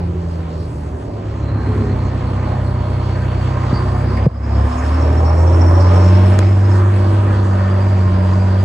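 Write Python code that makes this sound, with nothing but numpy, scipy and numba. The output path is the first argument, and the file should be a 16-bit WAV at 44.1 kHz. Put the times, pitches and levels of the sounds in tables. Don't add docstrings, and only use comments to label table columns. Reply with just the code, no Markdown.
import sys
import numpy as np
from scipy import signal
from scipy.fft import rfft, irfft
from scipy.io import wavfile
from scipy.ndimage import uniform_filter1d, minimum_filter1d, map_coordinates
from numba import njit

SR = 44100
rng = np.random.default_rng(int(sys.argv[2]) if len(sys.argv) > 2 else 0)


def unload_audio(sound):
    columns = np.transpose(np.atleast_2d(sound))
    steps = np.round(np.clip(columns, -1, 1) * 32767)
    wavfile.write(sys.argv[1], SR, steps.astype(np.int16))


N = 381024
T = np.arange(N) / SR
HZ = np.maximum(np.arange(N // 2 + 1) * SR / N, 1)

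# time_s, beat_hz
REVS = [(0.0, 43.13), (0.39, 41.58), (0.8, 38.14), (1.15, 34.6), (1.32, 34.36), (1.42, 34.61),
        (1.74, 34.37), (2.0, 31.88), (2.37, 32.07), (2.85, 31.35), (3.25, 31.37), (3.86, 31.72),
        (4.1, 32.44), (4.23, 33.43), (4.62, 34.02), (4.966, 38.09), (5.13, 38.8), (5.37, 40.7),
        (5.5, 41.93), (5.78, 44.17), (6.11, 46.53), (6.3, 47.5), (6.36, 47.97), (6.6, 48.63), (7.0, 48.61),
        (7.21, 49.61), (7.49, 48.51), (7.61, 47.63), (7.92, 48.3), (8.12, 46.24), (8.64, 47.77)]
START_BEATS = -.28

# time_s, firing_tone_db, octave_db, other_orders_db
BOOM_LEVELS = [(0.0, -21, -13, -42), (0.4, -23, -13, -39), (0.74, -27, -17.5, -32.5),
               (0.85, -23.5, -17, -39), (1.15, -37, -23, -27.5), (1.32, -31, -26, -26.5),
               (1.42, -23.5, -13, -21), (1.75, -23, -14, -18), (2.2, -24, -17, -22),
               (3.2, -24.5, -16.5, -22.5), (4.1, -21, -14.5, -21), (4.23, -16, -30, -19.5),
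               (4.66, -12, -30, -19), (4.97, -12.5, -36, -27.5), (5.15, -12.5, -25, -19),
               (5.37, -10, -13.5, -24.5), (5.75, -8, -17.5, -20), (6.12, -7, -7, -18.5),
               (6.32, -8.5, -10.5, -18.5), (6.6, -9, -14, -22), (7.0, -11, -14, -26), (7.25, -12, -14, -23),
               (7.61, -13.5, -11, -23.5), (7.92, -11.5, -14.5, -21.5), (8.15, -12.5, -9, -26),
               (8.64, -12.5, -12.5, -24.5)]
# pitch_hz, gain_db
BOOM_PATH = [(95, 2), (115, 0.5), (126, -5), (140, -18.5), (152, -14), (168, -14), (190, -11.5),
             (212, -21.5), (240, -12), (265, -8.5), (288, -22.5), (330, -16), (380, -22.5), (415, -22),
             (460, -21.5), (540, -22), (600, -15), (640, -18), (700, -26.5), (850, -14.5), (950, -27)]
OTHER_ORDERS = [3, 5, 6, 7, 8, 9, 10, 11, 12, 13, 14, 15, 16, 19]
OTHER_STRENGTHS = [0.5, 0.5, 0, 0, -4, -2.5, -4.5, -7, -3, -3.5, -7.5, -1, -2, -8.5]
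BOOM_PAN = [-0.3, -1.8, -0.048, -1.3, -1.6, 0, -2, -2, -2, -2, -2, -1, -1, -1, -1, -1]
# centre_s, swell_db
JOLTS = [(1.55, 8), (1.7, 13), (1.8, 14), (1.915, 12.5), (2.04, 7.5), (5.11, 6)]
JOLT_S, JOLT_GAP_DB = 0.034, -4.5
JOLT_TOP_HZ = 300
# start_s, depth_db, return_s
DIPS = [(4.675, -11, 0.26), (6.328, -2, 0.41)]
WAVER_DB = 0.179
BOOM_HZ, BOOM_Q, PANEL_HZ, PANEL_Q = 110, 1.8, 151, 5.5

# time_s, gain_db
PATTERN_SHARE = [(0, 0), (1.2, 1), (1.6, 6), (1.95, 6), (2.3, 5.5), (4.2, 5), (4.7, 2), (5.3, 3),
                 (6.3, 3.5), (7, 2), (8.64, 2)]
# cycle_order, gain_db
STRONG_ORDERS = [(5, -2), (7, -8), (8, -8), (10, -7), (11, -5), (13, -4), (14, -8), (16, -5), (17, -7),
                 (20, 4), (22, 3), (23, 3), (32, 4), (35, 7), (38, 7), (44, 5), (50, 7), (56, 7), (58, 8),
                 (60, 8), (63, 6), (68, 9), (75, 7), (78, 6), (82, 8), (91, 7), (94, 8), (101, 8), (104, 7),
                 (113, 7), (120, 7), (136, 7), (150, 7), (168, 7)]
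PATTERN_TOP_HZ, DRIFT, BROKEN_ORDER = 2400, .75, 40

# time_s, low_roar_db, drone_db, clatter_db, rattle_db, hiss_db
ROAR_LEVELS = [(0.0, -29.5, -35.5, -49, -52, -63), (0.35, -32, -36.5, -48.5, -52.5, -60),
               (0.75, -32, -37.5, -47, -53, -57.5), (1.1, -30.5, -34, -51, -52, -63),
               (1.45, -30.5, -42, -43, -50, -62.5), (1.82, -25, -36, -39.5, -47.5, -57.5),
               (1.97, -29.5, -33.5, -42.5, -46, -58.5), (2.85, -34.5, -31.5, -42.5, -46.5, -58),
               (3.8, -35, -32.5, -38, -42.5, -55), (4.12, -29, -31.5, -40.5, -43.5, -56),
               (4.6, -28.5, -27, -37.5, -46, -55), (4.74, -32.5, -29.5, -36.5, -42.5, -51),
               (5.22, -27, -28.5, -36.5, -45, -53), (5.63, -23.5, -23, -36, -45.5, -51.5),
               (5.93, -24, -23, -33.5, -41, -49), (6.3, -23.5, -27, -36, -42, -50.5),
               (6.55, -27, -30.5, -38.5, -46, -51.5), (6.87, -22.5, -30, -32.5, -44, -51.5),
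               (7.05, -26, -28, -38, -44, -53), (7.3, -24, -28.5, -38, -43, -52.5),
               (7.6, -29.5, -26, -37.5, -43, -55.5), (7.72, -31, -27.5, -37, -43.5, -54),
               (8.06, -26.5, -30, -37, -44, -54.5), (8.64, -31.5, -26, -39.5, -45, -54.5)]
ROAR_PITCHES = [70, 300, 700, 1500, 2800, 8000]
RUMBLE_DB, RUMBLE_SLOPE = -35.5, 0.17
# centre_s, length_s, centre_hz, change_db
SWELLS = [(0.503, 0.92, 376, 2.5), (.5, 0.54, 610, 2), (1.55, 0.25, 890, 8.5), (1.623, 0.36, 1250, -3),
          (1.707, 0.31, 630.4, -6.5), (2.504, 0.8, 433, -6.5), (3.82, .25, 1000, 3.5),
          (4.41, 0.37, 400.3, -5), (4.86, 0.22, 1091, 2.5), (5.221, 0.27, 473.6, 5.5),
          (5.255, 0.093, 885, 6.5), (5.9, 0.53, 519.3, 0), (6.45, 0.093, 2260, 6.5), (6.197, .4, 1480, -1),
          (7.446, 0.55, 342.9, -5), (7.42, 0.21, 1250, 4.5), (7.45, .28, 1770, 2.5),
          (7.56, 0.36, 780, -3.5), (7.497, 0.18, 2303, -7), (7.604, 0.54, 465.8, 4), (8.5, 0.16, 973, 0)]
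SWELL_OCTAVES = 0.36
SHARED_DB, OWN_DB, TREBLE_DB, THROB_DB = .5, 1.1, 1.66, 2.2
# pitch_hz, gain_db
MID_COLOUR = [(25, -22.5), (45, -4.5), (110, 5), (160, -3), (300, -5), (500, -6.5), (700, -8), (1100, -3.5),
              (1900, 0), (3300, 0.5), (3700, -1.5), (4500, 3), (4850, -2.5), (5200, -3), (5700, 1),
              (8000, 2), (10500, -7), (12300, -13), (12900, -36.5)]
# pitch_hz, gain_db
SIDE_COLOUR = [(25, -44.5), (60, -31.5), (170, -14), (350, -12), (520, -8), (800, -1.5), (1050, 0),
               (1400, -5.5), (1850, -8.5), (2400, -3.5), (3100, -0.5), (3800, -6), (5100, 5.5), (5900, -11),
               (6500, -20.5), (7900, -11), (9300, -3.5), (10500, -7), (12200, 0.5), (13500, -3),
               (15700, -14.5)]
# pitch_hz, in_phase_ratio, quadrature_ratio
TIED = [(100, -.35, -.2), (340, -0.46, 0.005), (700, -0.015, -0.48), (1050, -0.28, -0.31),
        (1400, -0.13, -0.088), (2000, .03, -.14), (3100, -.03, -.1), (4500, .05, -.43), (5500, .03, .02),
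        (6500, .07, -.42), (8500, .01, -.62), (12000, -.01, -.42)]
# pitch_hz, width_hz, gain_db
CAB_RESONANCES = [(70, 26, 5.2), (117, 3.9, 1.8), (249, 2.6, 1.1), (328, 16.6, 5.7), (366.2, 15.7, 6.5),
                  (592, 33, 5.3), (751, 14, 5.9), (961, 50, 2.3), (1051, 61, 5.1), (1221, 28, 3.3),
                  (1555, 33, 4.6), (1804, 26, 4.5), (2178, 24, 4.2)]

# time_s, pitch_hz, level_db
TURBO = [
    [(1.3, 4150, -68), (1.5, 4150, -54), (2.3, 4310, -59), (3.05, 4390, -53.5), (3.7, 4597, -57),
     (4.23, 4880, -54.5), (4.55, 5110, -53.5), (5.05, 5400, -49.5), (5.5, 5482, -48), (5.9, 5440, -44),
     (6.3, 5268, -49.5), (6.8, 5100, -55.5)],
    [(7.3, 4570, -62), (7.6, 4640, -53.5), (8.1, 4860, -56), (8.64, 4730, -54.5)],
]
TURBO_WIDTH_HZ, FLUTTER_DB = 330, 1.6

# centre_s, half_length_s, cycle_order, level_db
SINGING_ORDERS = [(1.47, 0.1, 21, -32.5), (1.8, 0.15, 20, -27.5), (1.76, 0.1, 22, -33),
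                  (1.8, 0.13, 37, -30), (1.51, .1, 51, -39), (4.8, .4, 21, -29), (5.35, 0.25, 45, -34),
                  (6.05, 0.34, 39, -33), (6.13, .12, 68, -35.5), (6.7, .45, 22, -32.5), (7.1, .4, 38, -43),
                  (8.3, .35, 39, -39), (8.45, 0.21, 62, -39.5)]
SINGING_WAVER_DB, SINGING_WAVER_TURNS = 2.5, .12

# start_s, peak_db, start_hz, end_hz, glide_s, rise_s, t60_s
RINGS = [(6.3895, -15.5, 2160, 1000, 0.0018, 0.00043, .018),
         (6.3895, -13.5, 481, 328, 0.0038, 0.0011, .035), (3.726, -7.5, 322, 100, 0.0071, 0.0018, .13),
         (4.2637, 14, 171, 63, 0.018, 0.004, 0.048), (4.2630, 0, 494, 480, 0.0063, 0.0045, 0.018)]
# start_s, level_db, centre_hz, width_hz, length_s
TICKS = [(3.729, -32.5, 4620, 280, 0.075), (4.168, -27.5, 1959, 600, 0.027),
         (4.172, -38, 5500, 6000, 0.0039), (4.775, -39, 6640, 503, 0.029), (5.801, -32, 5200, 900, 0.031),
         (6.3896, -13.5, 6700, 3560, 0.0016), (6.39, -17.5, 2600, 2400, 0.0025)]

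LIMIT_DB, ATTACK_S, AHEAD_S, RELEASE_DB_S = -.7, .0008, .001, 49
TOP_HZ = 15800


def undb(db):
    return 10 ** (np.asarray(db) / 20)


def curves(tables):
    s, *columns = np.vstack(tables).T
    return [np.interp(T, s, c) for c in columns]


def along(points, column=1):
    table = np.transpose(points)
    return np.interp(np.log(HZ), np.log(table[0]), table[column])


def walk(rate):
    k = int(SR / rate)
    steps = np.repeat(rng.standard_normal(N // k + 1), k)
    return 1.3 * uniform_filter1d(uniform_filter1d(steps, k), k)[:N]


def unit(x):
    return x / np.sqrt(np.mean(x ** 2))


def boom_levels(beat_hz):
    firing, octave, other = curves([BOOM_LEVELS])

    def path(order):
        return np.interp(order * beat_hz, *np.transpose(BOOM_PATH))

    swell = 0
    for s, db in JOLTS:
        swell = swell + db * np.exp(-((T - s) / JOLT_S) ** 2)
        swell = swell + JOLT_GAP_DB * np.exp(-((T - s) / (4 * JOLT_S)) ** 2)
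    dip = sum(db * (T > s) * np.clip(1 - (T - s) / back, 0, 1) for s, db, back in DIPS)
    dip = uniform_filter1d(dip, SR // 100)
    others = []
    for k, db in zip(OTHER_ORDERS, OTHER_STRENGTHS):
        jolted = swell / (1 + (k * beat_hz / JOLT_TOP_HZ) ** 2)
        others.append(other + db + path(k) + jolted)
    return np.array([firing, octave + path(4), *others]) + dip


def resonance_lag(ratio, q):
    return np.arctan2(ratio / q, 1 - ratio ** 2)


def boom(beat_hz, turns):
    out = 0
    for k, db, pan_db in zip([2, 4] + OTHER_ORDERS, boom_levels(beat_hz), BOOM_PAN):
        lag = resonance_lag(k * beat_hz / BOOM_HZ, BOOM_Q)
        lag = lag + 2 * resonance_lag(k * beat_hz / PANEL_HZ, PANEL_Q)
        lag = lag + 2 * np.pi * rng.random() * (k > 6)
        gain = np.sqrt(2) * undb(db + WAVER_DB * k * walk(14))
        line = gain * np.cos(2 * np.pi * k * turns - lag + 0.2 * walk(14))
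        out = out + line * undb(np.array([[pan_db], [-pan_db]]) / 2)
    return out


def cycle_pattern(turns):
    orders = np.arange(1025)
    size = 1. * (orders < 220)
    size[[0, 1, 2, 6, 9, 12, 15, 18, 21, 24, 27, 30, 33, 36, 39, 42, 45, 48, 57]] = 0
    for order, db in STRONG_ORDERS:
        size[round(order)] *= undb(db)
    steady = np.exp(2j * np.pi * rng.random(len(orders))) / np.hypot(1, orders / BROKEN_ORDER)
    change = rng.standard_normal((110, len(orders))) + 1j * rng.standard_normal((110, len(orders)))
    patterns = irfft(size * (steady + DRIFT * change), axis=1)
    place = T / T[-1] * (len(patterns) - 1)
    angle = turns / 3 % 1 * (patterns.shape[1] - 1)
    x = map_coordinates(patterns, [place, angle], order=1)
    density = np.sqrt(2700 / (SR / 2))
    return rfft(unit(x) * density * undb(curves([PATTERN_SHARE])[0]))


def cab():
    return undb(sum(db / (1 + (2 * (HZ - hz) / width) ** 2) for hz, width, db in CAB_RESONANCES))


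def roar_levels():
    low, *upper = curves([ROAR_LEVELS])
    rumble = RUMBLE_DB + RUMBLE_SLOPE * (low + 30)
    return [rumble, low, *upper]


def roar(turns):
    levels = roar_levels()
    white, other = (rfft(rng.standard_normal(N)) for _ in range(2))
    white = white + cycle_pattern(turns) / (1 + (HZ / PATTERN_TOP_HZ) ** 4)
    tied = along(TIED) + 1j * along(TIED, column=2)
    untied = np.sqrt(np.maximum(1 - np.abs(tied) ** 2, 0))
    mid = white * cab() * undb(along(MID_COLOUR))
    side = (tied * white + untied * other) * cab() * undb(along(SIDE_COLOUR))
    throb = 0.19 * np.cos(2 * np.pi * turns) + .5 * np.cos(4 * np.pi * turns)
    out, shared = 0, walk(11)
    for hz in 25 * 2 ** np.arange(0, 9.6, .5):
        window = np.cos(np.pi * np.clip(np.log2(HZ / hz), -.5, .5)) ** 2
        place = np.interp(np.log(hz), np.log(ROAR_PITCHES), np.arange(len(ROAR_PITCHES)))
        k = min(int(place), len(ROAR_PITCHES) - 2)
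        db = levels[k] + (place - k) * (levels[k + 1] - levels[k])
        db = db + 10 * np.log10(SR / 2 / hz)
        db = db + SHARED_DB * shared + OWN_DB * walk(14)
        db = db + TREBLE_DB * min(hz / 4000, 1) * walk(25)
        db = db + THROB_DB * min(hz / 900, 1) * throb
        for s, length, centre_hz, change_db in SWELLS:
            if .5 < hz / centre_hz < 2:
                octaves = np.log2(hz / centre_hz)
                db = db + change_db * np.exp(-((T - s) / length) ** 2 - (octaves / SWELL_OCTAVES) ** 2)
        m, s = irfft(mid * window, N), irfft(side * window, N)
        out = out + undb(db) * np.array([m + s, m - s])
    return out


def turbo(turns):
    hz, db = curves(TURBO)
    first, second = TURBO
    on = (T > first[0][0]) & ((T < first[-1][0]) | (T > second[0][0]))
    db = db + 2.8 * walk(70) + FLUTTER_DB * walk(28)
    db = db + 1.0 * np.cos(2 * np.pi * turns) + 2.2 * np.cos(2 * np.pi * turns / 3 + 1.5)
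    gain = uniform_filter1d(1. * on, SR // 10) * undb(db)
    carrier = np.exp(2j * np.pi * np.cumsum(hz * (1 + 0.006 * walk(30))) / SR)
    b, a = signal.butter(2, TURBO_WIDTH_HZ / SR)

    def breath():
        noise = rng.standard_normal(N) + 1j * rng.standard_normal(N)
        return unit(np.real(carrier * signal.lfilter(b, a, noise)))

    m, s = breath(), breath()
    return gain * np.array([m + 0.91 * s, m - 0.5 * s])


def singing_orders(turns):
    out = 0
    for s, length, order, db in SINGING_ORDERS:
        gain = np.sqrt(2) * undb(db + SINGING_WAVER_DB * walk(12))
        fade = np.exp(-((T - s) / length) ** 4)
        phase = round(order) * turns / 3 + rng.random() + SINGING_WAVER_TURNS * walk(12)
        out = out + gain * fade * np.cos(2 * np.pi * phase)
    return out


def falling_rings():
    out = np.zeros(N)
    for s, db, start_hz, end_hz, glide, rise, t60 in RINGS:
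        t = np.maximum(T - s, 0)
        hz = end_hz + (start_hz - end_hz) * np.exp(-(t / glide) ** 2)
        shape = (1 - np.exp(-t / rise)) ** 3 * np.exp(-np.log(1000) * t / t60)
        ring = np.sin(2 * np.pi * np.cumsum(hz * (t > 0)) / SR)
        out -= undb(db) * shape / shape.max() * ring
    return out


def ticks():
    out = np.zeros((2, N))
    for s, db, hz, width_hz, length in TICKS:
        i, n = int(s * SR), int(4 * length * SR)
        band = [max(hz - width_hz / 2, 50), hz + width_hz / 2]
        sos = signal.butter(2, band, "band", fs=SR, output="sos")
        m, d = signal.sosfilt(sos, rng.standard_normal((2, n + 1024)))[:, -n:]
        t = np.arange(n) / SR / length
        shape = t * np.exp(1 - 3 * t) * 3
        out[:, i:i + n] += undb(db) * shape * np.array([m + .5 * d, m - .5 * d]) / np.std(m) / 2
    return out


def scene():
    beat_hz = curves([REVS])[0]
    turns = START_BEATS + np.cumsum(beat_hz) / SR
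    engine = boom(beat_hz, turns) + singing_orders(turns)
    return engine + roar(turns) + turbo(turns) + falling_rings() + ticks()


@njit
def follow(x, top, attack, release):
    e, out = top, np.empty(len(x))
    for i in range(len(x)):
        if x[i] > e:
            e = e + attack * (x[i] - e)
        else:
            e = max(e * release, top)
        out[i] = e
    return out


def record(dry):
    top = float(undb(LIMIT_DB))
    peak = -minimum_filter1d(-np.abs(dry).max(axis=0), int(2 * AHEAD_S * SR))
    envelope = follow(peak, top, 1 / (ATTACK_S * SR), float(undb(-RELEASE_DB_S / SR)))
    ducked = dry * top / envelope
    rounded = ducked / (1 + np.abs(ducked / .98) ** 6) ** (1 / 6)
    return signal.sosfilt(signal.ellip(8, .2, 70, TOP_HZ, fs=SR, output="sos"), rounded)


dry = scene()
out = record(dry)
unload_audio(out)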